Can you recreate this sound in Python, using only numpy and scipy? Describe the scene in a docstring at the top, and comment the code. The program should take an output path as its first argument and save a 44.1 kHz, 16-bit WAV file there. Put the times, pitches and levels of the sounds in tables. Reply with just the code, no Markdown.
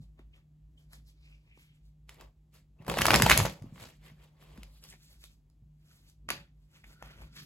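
"""A deck of tarot cards is cut, riffled on a cloth-covered table, squared up and shuffled overhand.
Card edges snap and set the deck ringing, faces rub and rasp, and falling packets thump the table.
The two microphones of a phone are close to the hands, which work to the left or near centre.
The room is small and soft, with a short tail; a faint low hum, rumble and hiss lie underneath."""
import sys
import numpy as np
from scipy import signal
from scipy.fft import rfft, irfft, next_fast_len
from scipy.io import wavfile
from scipy.ndimage import uniform_filter1d, map_coordinates

SR = 44100
rng = np.random.default_rng(int(sys.argv[2]) if len(sys.argv) > 2 else 0)


def wav_record(signal):
    """Record a signal, one row per channel, as 16-bit PCM in the file named by sys.argv[1]."""
    frames = np.transpose(np.atleast_2d(signal))
    bounded = np.clip(frames, -1, 1)
    # unit amplitude maps onto the largest positive 16-bit level
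    quanta = np.round(bounded * 32767).astype(np.int16)
    wavfile.write(sys.argv[1], SR, quanta)


N = 328545
TIME = np.arange(N) / SR
CONTROL_TIME = TIME[::32]

# Card edges snapping free or landing.
# Each row: start in seconds, body level in dB, pitch in Hz, crack level in dB.
CARD_SNAPS = [(0.1918, -58.5, 1060, -76), (0.9325, -54, 1700, -54), (1.5749, -60, 434, -74),
              (2.0928, -46.5, 2670, -51.5), (2.1431, -66.5, 1020, -61), (2.2106, -54.5, 1330, -54),
              (2.823, -57.5, 560, -72), (2.848, -58, 1190, -66), (2.8658, -49.5, 1380, -53),
              (2.8804, -34.5, 600, -45), (2.888, -42.5, 1020, -54), (2.8978, -31, 1510, -35.5),
              (2.9159, -29.5, 540, -45), (2.94, -34, 909, -44), (2.9716, -24, 540, -45.5),
              (2.986, -28, 1880, -31.5), (2.989, -25, 1323, -37.5), (3.009, -27.5, 1180, -39.5),
              (3.0126, -29.5, 1387, -31), (3.0178, -20.5, 2092, -24.5), (3.049, -33, 1506, -42),
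              (3.0547, -18.5, 1447, -26), (3.0659, -36.5, 1804, -21), (3.0835, -18.5, 1090, -37.5),
              (3.1056, -15.5, 1660, -29.5), (3.1157, -26, 1482, -30), (3.1349, -18, 865.5, -34),
              (3.1416, -15.5, 1130, -21), (3.1518, -20, 1797, -29.5), (3.1591, -22, 1219, -20.5),
              (3.1996, -23, 1022, -34), (3.2215, -18, 1690, -17.5), (3.2641, -15.5, 850, -28.5),
              (3.295, -22.5, 970, -30), (3.2981, -15.5, 1850, -18.5), (3.3091, -17.5, 1114, -23.5),
              (3.314, -13, 2130, -24.5), (3.316, -19.5, 2350, -24.5), (3.372, -29.5, 1770, -36),
              (3.3758, -20, 4900, -17), (3.4008, -23, 950, -36.5), (3.4519, -26, 750, -42),
              (3.4553, -30.5, 893, -34), (3.6226, -55, 621, -61), (3.7593, -54.5, 1122, -91),
              (3.779, -52.5, 1125, -77), (3.7992, -54.5, 1093, -56), (4.4249, -58.5, 1228, -68),
              (4.5759, -57.5, 1563, -62.5), (4.6321, -49, 3050, -49.5), (4.839, -66.5, 1380, -49.5),
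              (4.9367, -63.5, 880, -66.5), (5.2399, -51.5, 2945, -53), (5.4993, -77, 459.6, -74),
              (6.0979, -69.5, 2783, -63), (6.289, -34.5, 1310, -42), (6.3032, -28, 2440, -31),
              (6.307, -33, 977, -64), (6.842, -55.5, 2170, -67.5), (7.0247, -41.5, 940, -56)]


def card_snaps(decay_cycles=0.86, contact_s=0.0026, crack_s=0.0015, flutter_db=-20, flutter_s=0.0049):
    """Each card cracks, bends for a few cycles, flutters against its neighbours and rings the deck."""
    # Colours of a snap's body and of its crack. Each row: frequency in Hz, gain in dB.
    body_colour = [(200, -2), (500, -0.5), (2800, 2), (3300, 0.5), (5000, -8.5), (9000, -23)]
    crack_colour = [(2000, -18.5), (3900, 0), (5500, 0.5), (8000, -4.5), (11000, 1.5), (13500, -12),
                    (16000, -17)]
    bodies, cracks, t = np.zeros(N), np.zeros(N), TIME[:6144]
    burst_gain = np.sqrt(0.004 * SR / len(t))  # turns rms 1 into the energy of a 4 ms burst
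    attack = 1 - np.exp(-t / 0.00018)
    for start, body_db, hz, crack_db in CARD_SNAPS:
        rough, fine = rng.standard_normal((len(t), 2)).T
        flutter = amp(flutter_db) * np.exp(-t / flutter_s)
        bend = np.sin(2 * np.pi * hz * t) * np.exp(-t * hz / decay_cycles)
        around_pitch = [(hz / 8, -22), (hz / 2, -4), (hz, 0), (hz * 2, -3), (hz * 5, -16)]
        contact = colour(rough * (np.exp(-t / contact_s) + flutter), around_pitch)
        body = burst_gain * unit(unit(bend) + unit(contact))
        crack = colour(fine * (np.exp(-t / crack_s) + flutter) * attack, crack_colour)
        add(bodies, start, amp(body_db) * (body + amp(-19) * deck_ring(t, hz)))
        add(cracks, start, amp(crack_db) * burst_gain * unit(crack))
    return colour(bodies, body_colour) + cracks


def deck_ring(t, snap_hz, reach_octaves=0.53):
    """The stack rings most near the pitch of the snap, weighted anew by where the card strikes."""
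    # Modes of the stacked cards. Each row: frequency in Hz, relative level in dB, t60 in seconds.
    deck_modes = [(310, -4, 0.12), (472.3, 8, 0.098), (568, 6.5, 0.45), (755, -4.5, 0.32), (858, -3, 0.41),
                  (970, 1.5, 0.074), (1080, 0, 0.033), (1830, -1.5, 0.062), (2140, -2.5, 0.038),
                  (2550, -3, 0.13), (2720, -4, 0.12)]
    hz, db, t60 = np.transpose(deck_modes)[:, :, None]
    weight, detune = rng.standard_normal((len(deck_modes), 2)).T[:, :, None]
    strike = np.sign(weight) * np.sqrt(np.abs(weight))
    drive = strike / (1 + (np.log2(hz / snap_hz) / reach_octaves) ** 2)
    tones = np.sin(2 * np.pi * hz * (1 + 0.0063 * detune) * t)
    return np.sum(amp(db) * drive * tones * decay(t, t60), axis=0)


def sliding(riffle_start_s=2.88, riffle_full_s=3.08, riffle_release_s=3.41, slide_s=0.015):
    """Gains of faces, edges and the pack's hollow: riffle, snapped cards and strokes add in power."""
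    # Packets sliding over the deck. Each row: fastest moment, rise and fall in seconds,
    # face level in dB, then edge hiss and hollow of the pack in dB relative to the face.
    strokes = [(0.032, 0.057, .06, -83.5, 9.5, 9), (0.195, 0.033, 0.055, -74.5, -15, 7),
               (0.365, 0.048, .07, -71, -6.5, -2), (0.796, 0.041, .12, -78.5, 3.5, 0.5),
               (0.934, 0.038, 0.076, -64, 3.5, -1.5), (1.09, .05, .05, -77, 11, -1),
               (1.31, 0.21, .13, -75.5, -1, -2.5), (1.48, 0.11, .1, -83, 0, 4),
               (1.605, 0.07, 0.12, -71.5, 4.5, -15), (1.76, 0.052, .05, -80.5, 1, -12),
               (1.869, .06, 0.065, -89.5, 12, 1.5), (2.1, 0.023, .13, -65, 1, 2),
               (2.214, 0.055, .09, -62, -7, 7.5), (2.555, 0.033, 0.075, -67, 4.5, 0),
               (2.82, 0.055, 0.074, -73, -18, 12), (2.9, 0.041, 0.077, -46.5, -5.5, 12),
               (3.148, 0.09, .04, -37, -2, 12.5), (3.318, 0.04, 0.081, -25.5, -7, -9),
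               (3.459, .015, .06, -40, -18, -1), (3.659, 0.17, .12, -74.5, -8, 12.5),
               (3.832, .11, 0.13, -55, 0.5, 1.5), (4.07, 0.074, 0.092, -60.5, -3.5, -0.5),
               (4.24, 0.11, 0.083, -67, -4, 2.5), (4.425, 0.043, .09, -67, -1, 2),
               (4.57, 0.31, 0.22, -67.5, -2.5, 6), (4.78, 0.18, 0.064, -78.5, 11.5, 2),
               (4.845, 0.044, 0.074, -65, 5.5, 0), (4.9, 0.045, .08, -62, 7, -13),
               (4.94, 0.057, 0.036, -62, -15.5, -2.5), (5.04, 0.1, .1, -73.5, 10, -11),
               (5.108, 0.038, 0.11, -71.5, 8.5, 0), (5.24, .06, 0.055, -67, 10, -10),
               (5.309, .05, .08, -77, 8, -3), (5.94, 0.17, 0.2, -74, 5.5, -4),
               (6.09, 0.095, .06, -77.5, 10, -2), (6.29, .005, 0.011, -37.5, -10, -9),
               (6.309, 0.0062, .13, -46.5, -10.5, -7.5), (6.63, .1, 0.092, -88, 5.5, 4),
               (6.765, 0.087, .09, -66, -0.5, -5), (6.909, 0.087, 0.08, -65.5, 3, -1.5),
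               (7.07, 0.11, 0.22, -59, -7, -3.5), (7.219, 0.092, .09, -60.5, -4, 1),
               (7.385, 0.064, 0.084, -53, -0.5, -12.5)]
    t = CONTROL_TIME
    # The halves rub as they interleave: pressure builds, holds and is let go.
    build_db = -65.5 * np.maximum(riffle_full_s - t, 0)
    release_db = -175 * np.maximum(t - riffle_release_s, 0)
    loose_power = (t > riffle_start_s) * amp(-39 + build_db + release_db) ** 2
    for start, db, _, _ in CARD_SNAPS:  # each snapped card slides on for a moment
        loose_power += (t > start) * (amp(db - 22.5) * np.exp(-np.abs(t - start) / slide_s)) ** 2
    power = np.outer(amp([0, -0.5, 5.5]) ** 2, loose_power)  # face, edge, hollow
    for peak_s, rise_s, fall_s, db, edge_db, hollow_db in strokes:
        power += np.outer(amp(db) * amp([0, edge_db, hollow_db]), swell(peak_s, rise_s, fall_s)) ** 2
    return [smooth(np.sqrt(part)) + 1e-9 for part in power]


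def card_rubbing(face, edge, hollow, grain_db=4, grain_rate=1100, catch_db=2, catch_rate=110):
    """Faces, edges and the pack's hollow sound as fibres catch and slip, coarser under more pressure."""
    # Colours of card face, card edge and the air in the pack. Each row: frequency in Hz, level in dB.
    face_colour = [(700, -20.5), (1050, -7.5), (1500, 3.5), (2400, 4.5), (3300, 1), (4600, -10.5),
                   (7000, -18.5)]
    edge_colour = [(2000, -18.5), (3300, 0.5), (4600, 0.5), (7000, -7), (9000, -0.5), (11500, -4.5),
                   (13500, -7), (16800, -15.5)]
    hollow_colour = [(150, -11), (330, 1), (550, 3), (800, -1.5), (1150, -2), (1700, -28)]
    pressure = np.clip((20 * np.log10(face) + 83) / 25, 0, 1)
    slip_db = pressure * (grain_db * walk(grain_rate) + catch_db * walk(catch_rate))
    slips = amp(slip_db) / np.sqrt(uniform_filter1d(amp(2 * slip_db), size=4096))
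    paper = fibres([(face_colour, face * amp(-1)), (edge_colour, edge * amp(-2))])
    # The air in the pack rings on through the single slips.
    pack = unit(colour(slips * rng.standard_normal(N), hollow_colour))
    return slips * paper + hollow * amp(-3) * pack


def fibres(surfaces, flare_db=3, flare_rate=70):
    """Friction of (colour, gain) surfaces, in half-octave bands that flare as the contact shifts."""
    centres = 180 * 2 ** np.arange(0, 6.6, 0.5)
    shares = []
    for points, _ in surfaces:
        hz, db = np.transpose(points)
        band_power = centres * amp(2 * np.interp(np.log(centres), np.log(hz), db, -80, -80))
        shares.append(band_power / band_power.sum())
    out = np.zeros(N)
    for k, hz in enumerate(centres):
        power = sum(share[k] * gain ** 2 for share, (_, gain) in zip(shares, surfaces))
        band = butter(rng.standard_normal(N), 2, [hz / 1.19, hz * 1.19], "bandpass")
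        out += np.sqrt(power) * unit(band * amp(flare_db * walk(flare_rate)))
    return out


def card_drags(rough_db=3, rough_rate=160):
    """Uneven friction drives one card resonance, its pitch set by the free length of the card."""
    # Cards rasping or squeaking along the deck.
    # Each row: loudest moment, rise and fall in seconds, centre and width in Hz, level in dB.
    drags = [(.345, .025, 0.025, 2740, 895, -66), (.78, .007, .009, 3080, 450, -62.5),
             (1.083, 0.037, 0.037, 4900, 1200, -70), (1.26, 0.19, 0.21, 4160, 1880, -76),
             (1.32, 0.15, 0.09, 2560, 600, -66.5), (1.535, 0.1, 0.12, 2400, 695, -66.5),
             (1.64, 0.083, 0.21, 2650, 1190, -70.5), (2.795, .008, 0.017, 2570, 250, -66),
             (4.93, 0.022, 0.021, 2020, 708, -59.5), (6.842, 0.0055, 0.021, 2230, 597, -54.5),
             (7.39, 0.087, 0.12, 4130, 2003, -56.5), (7.05, 0.23, .4, 1410, 170.3, -67.5),
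             (7.43, 0.14, .1, 1360, 292, -80)]
    out = np.zeros(N)
    friction = rng.standard_normal(N) * amp(rough_db * walk(rough_rate))
    for peak_s, rise_s, fall_s, hz, width_hz, db in drags:
        spread = np.exp(width_hz / hz / 2)
        ring = butter(friction, 2, [hz / spread, hz * spread], "bandpass")
        out += amp(db) * smooth(swell(peak_s, rise_s, fall_s)) * unit(ring)
    return out


def table_thumps(rise_cycles=0.43, sway_hz=58, sway_db=-13, sway_s=0.02):
    """The cloth softens each blow to a few cycles; the whole table top sways after it."""
    # Packets and hands knocking the table. Each row: start in seconds, level in dB, pitch in Hz.
    blows = [(0.002, -39.5, 138), (0.195, -48, 304), (1.574, -54, 330), (2.802, -40.5, 142),
             (2.888, -26, 163), (2.998, -24, 149), (3.022, -29.5, 91), (3.073, -26, 110.4),
             (3.117, -21.5, 130), (3.152, -16.5, 162.5), (3.204, -19, 203), (3.232, -14, 128),
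             (3.264, -24.5, 145), (3.321, -22.5, 64.42), (3.387, -17, 122), (3.414, -19, 89.4),
             (3.453, -28.5, 138.6), (3.618, -34.5, 116), (3.641, -37, 246), (3.663, -39, 131.6),
             (3.724, -37, 148), (3.82, -44, 108.4), (4.116, -45.5, 152.8), (4.582, -38.5, 187.4),
             (5.623, -47.5, 120.9)]
    out, t = np.zeros(N), TIME[:8192]
    sway = amp(sway_db) * t / sway_s * np.exp(1 - t / sway_s) * np.sin(2 * np.pi * sway_hz * t)
    for start, db, hz in blows:
        age = t * hz / rise_cycles
        knock = age * np.exp(1 - age) * np.sin(2 * np.pi * hz * t)
        add(out, start, -amp(db) * (knock + sway))
    return out


def low_background_swell(face, growth=0.88, smear_s=0.14):
    """The low hum and rumble rise while the cards move."""
    # Colour of this low noise. Each row: frequency in Hz, gain in dB.
    low_colour = [(30, -20.5), (52, -4.5), (75, -8.5), (110, -7), (150, 3), (220, -8.5), (330, -13.5),
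                  (600, -38), (1500, -65.5)]
    rise = uniform_filter1d((face / amp(-60)) ** growth, size=int(smear_s * SR))
    return amp(-61) * rise * unit(colour(rng.standard_normal(N), low_colour))


def room(x, t60_low=0.23, t60_high=0.19, onset_s=0.0064, alike_below_hz=1500):
    """Table, backdrop and walls reflect; the treble dies sooner and differs more between microphones."""
    # Colour of the reflections. Each row: frequency in Hz, gain in dB.
    room_colour = [(60, -8), (200, 9.5), (600, -5), (2500, -0.5), (5000, 4), (12000, -4.5), (16000, 0.5)]
    t = TIME[:SR // 2]
    mid, side = rng.standard_normal((2, len(t)))
    side = side - 0.88 * butter(side, 1, alike_below_hz)
    noise = np.array([mid + side, mid - side])
    low = butter(noise, 1, 2500)
    tail = low * decay(t, t60_low) + (noise - low) * decay(t, t60_high)
    onset = 1 - np.exp(-(t / onset_s) ** 2)
    response = unit(colour(tail * onset, room_colour)) / np.sqrt(len(t))
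    return signal.fftconvolve(x[None], response, axes=1)[:, :N]


def room_tone(hum_hz=151.5, hum_db=-66, waver_db=2.84, rumble_db=-59.5, hiss_db=-86):
    """A wavering hum and a swelling rumble, nearly alike at both microphones, with a faint hiss."""
    # Colours of the rumble and the hiss. Each row: frequency in Hz, gain in dB.
    rumble_colour = [(20, -32.5), (36, -18.5), (46, 2.5), (55, 8.5), (66, -9), (85, -13.5), (120, -11.5),
                     (160, -19), (210, -20.5), (310, -25.5), (450, -39.5), (1200, -58.5)]
    hiss_colour = [(200, 2), (700, 1.5), (1500, -9.5), (3000, -8.5), (6000, -15), (12000, -16),
                   (16000, -21)]
    # Rumble swells. Each row: loudest moment in seconds, equal rise and fall in seconds, level in dB.
    rumble_swells = [(0.12, 0.53, -58), (0.73, 0.085, -56), (0.98, .16, -56), (2.24, 0.17, -57.5),
                     (3.8, .3, -55.5), (4.59, 0.16, -50), (6.9, 0.093, -54.5), (7.07, 0.089, -50.5),
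                     (7.23, 0.12, -47.5)]
    hum = unit(np.sin(2 * np.pi * hum_hz * TIME + 0.35 * walk(10)))
    hum *= amp(hum_db + waver_db * walk(7))
    swell_power = sum((amp(db) * swell(peak_s, span, span)) ** 2 for peak_s, span, db in rumble_swells)
    rumble_gain = smooth(np.sqrt(amp(rumble_db) ** 2 + swell_power))
    rumble = rumble_gain * stereo_noise(rumble_colour, side_db=-24)
    hiss = amp(hiss_db) * stereo_noise(hiss_colour, side_db=-5)
    return hum + rumble + hiss


def stereo_noise(points, side_db):
    """Steady coloured noise, with a part that differs between the microphones."""
    mid, side = colour(rng.standard_normal((2, N)), points)
    return unit(mid) + amp(side_db) * unit(side) * np.array([[1], [-1]])


def amp(db):
    """Decibels to gain."""
    return np.exp(np.asarray(db) * (np.log(10) / 20))


def unit(x):
    """Scale to rms 1."""
    return x / np.sqrt(np.mean(x ** 2))


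def decay(t, t60):
    """Gain that falls 60 dB in t60 seconds."""
    return np.exp(-np.log(1000) * t / t60)


def swell(peak_s, rise_s, fall_s, drop_db=22, roundness=1.4):
    """Slow gain that peaks at peak_s and is drop_db down rise_s before and fall_s after."""
    away = np.maximum((peak_s - CONTROL_TIME) / rise_s, (CONTROL_TIME - peak_s) / fall_s)
    return amp(-drop_db * np.minimum(away, 10) ** roundness)


def smooth(control):
    """Bring a slow control to the full sample rate."""
    return np.interp(TIME, CONTROL_TIME, control)


def walk(rate):
    """Random wander of rms 1 that turns rate times a second."""
    steps = rng.standard_normal(N // 8)
    return unit(np.interp(TIME * rate, np.arange(len(steps)), steps))


def butter(x, order, hz, kind="lowpass"):
    """Filter with a flat passband."""
    return signal.sosfilt(signal.butter(order, hz, kind, fs=SR, output="sos"), x)


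def colour(x, points):
    """Minimum-phase filter through (Hz, dB) points."""
    size = 16384 if x.shape[-1] > SR else 2048
    hz, db = np.transpose(points)
    log_gain = np.interp(np.log(np.fft.rfftfreq(size, 1 / SR) + 1), np.log(hz), np.log(amp(db)))
    cepstrum = irfft(log_gain)
    cepstrum[1:size // 2] *= 2
    cepstrum[size // 2 + 1:] = 0
    response = irfft(np.exp(rfft(cepstrum)))
    padded = next_fast_len(x.shape[-1] + size, real=True)
    return irfft(rfft(x, padded) * rfft(response, padded), padded)[..., :x.shape[-1]]


def add(track, start_s, sound):
    """Mix a sound into a track."""
    start = max(int(start_s * SR), 0)
    track[start:start + len(sound)] += sound[:max(N - start, 0)]


def scene():
    """Cards close in front of the two microphones, with the room and its hum behind."""
    # Where the hands are: left or near centre, with more or less room sound.
    # Each row: time in seconds, lag at the right microphone in ms, room send in dB.
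    hand_positions = [(0, 0.16, -1.5), (1.7, 0.18, 0), (2.1, 0.033, -6), (2.9, 0.043, -3),
                      (3.5, 0.023, 0.5), (4.6, 0.037, -4), (5.2, .14, -0.5), (7.45, 0.12, 0)]
    times, lags, sends = np.transpose(hand_positions)
    lag_ms, send_db = np.interp(TIME, times, lags), np.interp(TIME, times, sends)
    face, edge, hollow = sliding()
    snaps = card_snaps()
    lows = table_thumps() + low_background_swell(face)
    friction = card_rubbing(face, edge, hollow) + card_drags()
    left = snaps + lows + friction
    right = map_coordinates(left, [np.arange(N) - lag_ms * SR / 1000], order=3)
    reflected = room(amp(send_db) * (amp(-5.5) * snaps + amp(-8) * friction + amp(-11) * lows))
    # A card rubs over its whole face, so each microphone hears a partly different grain.
    width = amp(-4) * card_rubbing(face, edge, hollow) * np.array([[1], [-1]])
    return np.array([left, right]) + width + reflected + room_tone()


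def record(dry, ceiling=0.85, split_hz=6800, treble_lag_s=0.000212, low_cut_hz=43, top_hz=15900):
    """The loudest snaps are softly limited; the phone cuts the deepest bass and the highest treble."""
    size = next_fast_len(N + 64, real=True)
    limited = dry / (1 + (dry / ceiling) ** 4) ** 0.25
    left, right = rfft(limited, size)
    hz = np.fft.rfftfreq(size, 1 / SR)
    treble = 1 / (1 + (split_hz / (hz + 1)) ** 12)
    low_cut = 1 / (1 + (low_cut_hz / (hz + 1)) ** 12)
    # Above the split the right channel carries the left microphone, late and inverted.
    late_left = -left * np.exp(-2j * np.pi * hz * treble_lag_s)
    right = np.sqrt(1 - treble) * right + np.sqrt(treble) * late_left
    both = irfft(low_cut * np.array([left, right]), size)[:, :N]
    return signal.sosfilt(signal.ellip(8, 0.2, 70, top_hz, fs=SR, output="sos"), both)


dry = scene()
out = record(dry)
wav_record(out)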